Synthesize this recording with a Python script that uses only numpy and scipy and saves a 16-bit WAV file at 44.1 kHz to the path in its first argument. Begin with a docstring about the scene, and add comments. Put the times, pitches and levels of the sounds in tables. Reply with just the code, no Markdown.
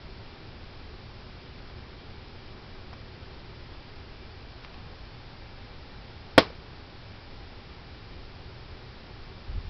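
"""Egg smashing on a shirt

An egg bursts on a shirt spread over a lawn and overloads a hand-held camera's microphone.
Quick blows ring egg, cloth and turf; the contents splat, the shell splinters, the garden
scatters the smack back and bits patter down. Handling adds ticks, rubs and low puffs of air.
Behind it: quiet rumble, hiss, a faint whine and hums that shift with the camera's height."""
import sys
import numpy as np
from scipy import signal
from scipy.fft import rfft, irfft, next_fast_len
from scipy.io import wavfile

SR = 44100
rng = np.random.default_rng(int(sys.argv[2]) if len(sys.argv) > 2 else 0)


def inscribe(sig):
    """Save sig as 16-bit PCM at rate SR to the path in sys.argv[1].

    A 1-D sig is mono; a 2-D sig holds one channel per row.
    Samples are clipped to [-1, 1] before scaling.
    """
    pcm = np.round(np.clip(np.atleast_2d(sig).T, -1, 1) * 32767)
    wavfile.write(sys.argv[1], SR, pcm.astype(np.int16))


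N = 427329
TIME = np.arange(N) / SR
SMACK_S = 6.3786

# Spectrum of splinters and rubs. Each row: frequency in Hz, relative density in dB.
SCRATCH_SPECTRUM = [(200, 0), (700, -8), (1400, 0), (2300, -3), (2800, -10), (3250, -4), (3700, -3),
                    (4500, -7), (6000, -5)]


def from_db(db):
    """Decibels to gain."""
    return 10 ** (np.asarray(db) / 20)


def unit_rms(x):
    """Scale to rms 1."""
    return x / np.sqrt(np.mean(x ** 2) + 1e-20)


def coloured(x, spectrum):
    """Shape x by (Hz, dB) rows, rolling off below the first; rms 1."""
    size = next_fast_len(N)
    hz, db = np.transpose(spectrum)
    bins_hz = np.maximum(np.fft.rfftfreq(size, 1 / SR), 1)
    gain = from_db(np.interp(np.log(bins_hz), np.log(hz), db))
    gain *= np.minimum(bins_hz / hz[0], 1)
    return unit_rms(irfft(rfft(x, size) * gain, size)[:N])


def noise(spectrum):
    """Steady coloured noise; rms 1."""
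    return coloured(rng.standard_normal(N), spectrum)


def narrow_noise(hz, width_hz):
    """Noise through one resonance: a wavering tone, rms 1."""
    radius = np.exp(-np.pi * width_hz / SR)
    feedback = [1, -2 * radius * np.cos(2 * np.pi * hz / SR), radius ** 2]
    return unit_rms(signal.lfilter([1, 0, -1], feedback, rng.standard_normal(N)))


def ring(force, hz, t60_s):
    """A mode radiating by its velocity: a click starts a decaying cosine."""
    radius = from_db(-60 / (t60_s * SR))
    feedback = [1, -2 * radius * np.cos(2 * np.pi * hz / SR), radius ** 2]
    return signal.lfilter([.5, 0, -.5], feedback, force + 1e-18)


def burst(start_s, rise_s, t60_s):
    """Envelope: quick rise, exponential decay."""
    age_s = np.maximum(TIME - start_s, 0)
    decay = np.exp(-np.minimum(np.log(1000) * age_s / t60_s, 50))
    return (1 - np.exp(-age_s / rise_s)) * decay


def taps(contacts, crack_db, crack_t60_s, knock_t60_s=.013, rise_s=.0001):
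    """Light contacts: each a dead, pitched knock plus a short crack."""
    # Each row: frequency in Hz, relative density in dB.
    grit_spectrum = [(250, -8), (700, 3), (1400, 1), (2800, -5), (4000, -9), (6000, -4)]
    out, grit = np.zeros(N), noise(grit_spectrum)
    for start_s, db, hz in contacts:
        knock = np.sin(2 * np.pi * hz * (TIME - start_s)) * burst(start_s, rise_s, knock_t60_s)
        crack = from_db(crack_db) * grit * burst(start_s, rise_s, crack_t60_s)
        out += from_db(db) * (knock + crack)
    return out


def smack(spread_db=1.5):
    """The egg hits, caves in and slaps flat; briefer contacts reach higher modes."""
    # Each row: delay in seconds, mean level in dB, contact time in seconds.
    blows = [(0, 6, 0.00041), (.0014, 1.5, .00022), (.0034, 0, .00012)]
    # Egg, cloth and turf together. Each row: frequency in Hz, gain in dB, T60 in seconds.
    modes = [(150, -17, .06), (293, -13.5, 0.044), (448, -19, 0.095), (516, -7, 0.027), (665, -14, 0.047),
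             (903, -14, 0.0246), (1084, -11.5, 0.0337), (1380, -15, 0.025), (1840, -23, 0.028),
             (2200, -8, .02), (3230, -3, 0.031), (4420, -5.5, .02)]
    force = np.zeros(N)
    for delay_s, db, contact_s in blows:
        offset = (TIME - SMACK_S - delay_s) / (contact_s / 2)
        push = np.exp(-offset.clip(-20, 20) ** 2)
        force += from_db(db + spread_db * rng.standard_normal()) * push / push.sum()
    return sum(from_db(db) * ring(force, hz, t60_s) for hz, db, t60_s in modes)


def splat(level_db=3.5, rise_s=.00098, t60_s=.017):
    """White and yolk burst out, driving air from under the cloth in one dull puff."""
    # Each row: frequency in Hz, relative density in dB.
    spectrum = [(60, -13.5), (150, -3), (280, 0), (520, 2), (900, -5), (1500, -8), (3000, -10),
                (6000, -17.5)]
    return from_db(level_db) * noise(spectrum) * burst(SMACK_S, rise_s, t60_s)


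def splinters(level_db=-6.5, snaps_per_s=12000, spread_db=.5, rise_s=.00043, t60_s=.053):
    """Cracks run through the shell as a dense burst of tiny snaps."""
    sizes = from_db(spread_db * rng.standard_normal(N)) * rng.choice([-1, 1], N)
    snaps = sizes * (rng.random(N) < snaps_per_s / SR)
    return from_db(level_db) * coloured(snaps, SCRATCH_SPECTRUM) * burst(SMACK_S, rise_s, t60_s)


def garden_scatter(near_db=-8.5, far_db=-24.5):
    """Nearby ground returns the smack at once, hedges and fences later and fainter."""
    # Each row: frequency in Hz, relative density in dB.
    spectrum = [(50, -8), (130, -4), (280, -4.5), (430, 1.5), (680, -6.5), (1000, -4), (1600, -8.5),
                (2300, -10.5), (3300, -12.5), (4800, -11.5), (6000, -16)]
    near = from_db(near_db) * burst(SMACK_S, rise_s=.0024, t60_s=.1)
    far = from_db(far_db) * burst(SMACK_S, rise_s=.01, t60_s=.29)
    return noise(spectrum) * np.hypot(near, far)


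def falling_bits():
    """Bits of shell and yolk land."""
    # Each row: start in seconds, level in dB, pitch in Hz.
    landings = [(6.4015, -21, 910), (6.4060, -15, 506), (6.4314, -30, 1030), (6.4680, -37, 430),
                (6.5036, -30, 524)]
    return taps(landings, crack_db=-9, crack_t60_s=.01)


def handling_ticks():
    """The camera ticks as it is handled."""
    # Each row: start in seconds, level in dB, pitch in Hz.
    ticks = [(2.9295, -37.5, 780), (2.9355, -42, 990), (4.6470, -31.5, 760), (4.7425, -38.5, 2580)]
    return taps(ticks, crack_db=1.5, crack_t60_s=.019)


def rubs():
    """Skin slides briefly with a soft scratch."""
    # Each row: centre in seconds, level in dB, half length in seconds.
    slides = [(2.936, -50, 0.007), (4.643, -47, .012)]
    swell = sum(from_db(db) / np.cosh(np.clip((TIME - centre_s) / half_s, -20, 20))
                for centre_s, db, half_s in slides)
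    return swell * noise(SCRATCH_SPECTRUM)


def buffet(attack_s=.035, t60_s=.25):
    """A moving arm pushes air onto the microphone port; each puff swells, holds and dies."""
    # Each row: start of hold in seconds, level in dB, hold in seconds.
    puffs = [(0.03, -47, .17), (9.505, -32.5, .08), (9.68, -37, .03)]
    # Each row: frequency in Hz, relative density in dB.
    spectrum = [(10, -10), (25, 0), (45, -2.5), (75, -4), (110, -11.5), (170, -25), (400, -47), (1500, -73)]
    push = np.zeros(N)
    for full_s, db, hold_s in puffs:
        attack = np.clip(1 + (TIME - full_s) / attack_s, 0, 1)
        release = from_db(-60 * np.maximum(TIME - full_s - hold_s, 0) / t60_s)
        push += from_db(db) * attack * release
    return push * noise(spectrum)


def hums(mid_lift_s=4.4, mid_lower_s=8.0, move_s=.8):
    """Wavering hums whose balance shifts as the camera is lifted, then lowered."""
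    # Each row: centre in Hz, width in Hz, level in dB, change when lifted in dB.
    bands = [(80.7, 14, -54, -4), (119, 4.8, -56.5, -2), (158.3, 14, -63.5, -3), (240, 25, -66, -3),
             (377, 32, -59, -4.5), (797, 70, -66.5, 4)]
    # 0 by the cloth, 1 at standing height
    height = np.clip(.5 + np.minimum(TIME - mid_lift_s, mid_lower_s - TIME) / move_s, 0, 1)
    return sum(from_db(db + lifted_db * height) * narrow_noise(hz, width_hz)
               for hz, width_hz, db, lifted_db in bands)


def whine(hz=2347, level_db=-69, waver=.42):
    """A thin, slightly wavering tone."""
    tone = np.sin(2 * np.pi * hz * TIME) + waver * narrow_noise(hz, width_hz=25)
    return from_db(level_db) * unit_rms(tone)


def rumble_and_hiss(level_db=-44.5):
    """Distant outdoor rumble and microphone hiss."""
    # Each row: frequency in Hz, relative density in dB.
    spectrum = [(15, 4), (30, -1.5), (55, 0), (100, -3), (150, -10), (230, -11.5), (310, -13.5), (480, -15),
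                (640, -18), (950, -18.5), (1600, -21), (3000, -23.5), (5000, -24), (6500, -29)]
    return from_db(level_db) * noise(spectrum)


def scene():
    """Egg, handling and background at one microphone."""
    egg = smack() + splat() + splinters() + garden_scatter() + falling_bits()
    handling = handling_ticks() + rubs() + buffet()
    background = hums() + whine() + rumble_and_hiss()
    return (egg + handling + background)[None]


def record(dry, overload=.73, ceiling=.72, bandwidth_hz=5370, cutoff_hz=16000):
    """The preamplifier overloads, a low-pass rounds the flat tops, their overshoot clips again."""
    driven = dry / (1 + np.abs(dry / overload) ** 6) ** (1 / 6)
    narrow = signal.sosfilt(signal.butter(20, bandwidth_hz, fs=SR, output="sos"), driven)
    clipped = np.clip(narrow, -ceiling, ceiling)
    return signal.sosfilt(signal.ellip(10, .1, 80, cutoff_hz, fs=SR, output="sos"), clipped)


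dry = scene()
out = record(dry)
inscribe(out)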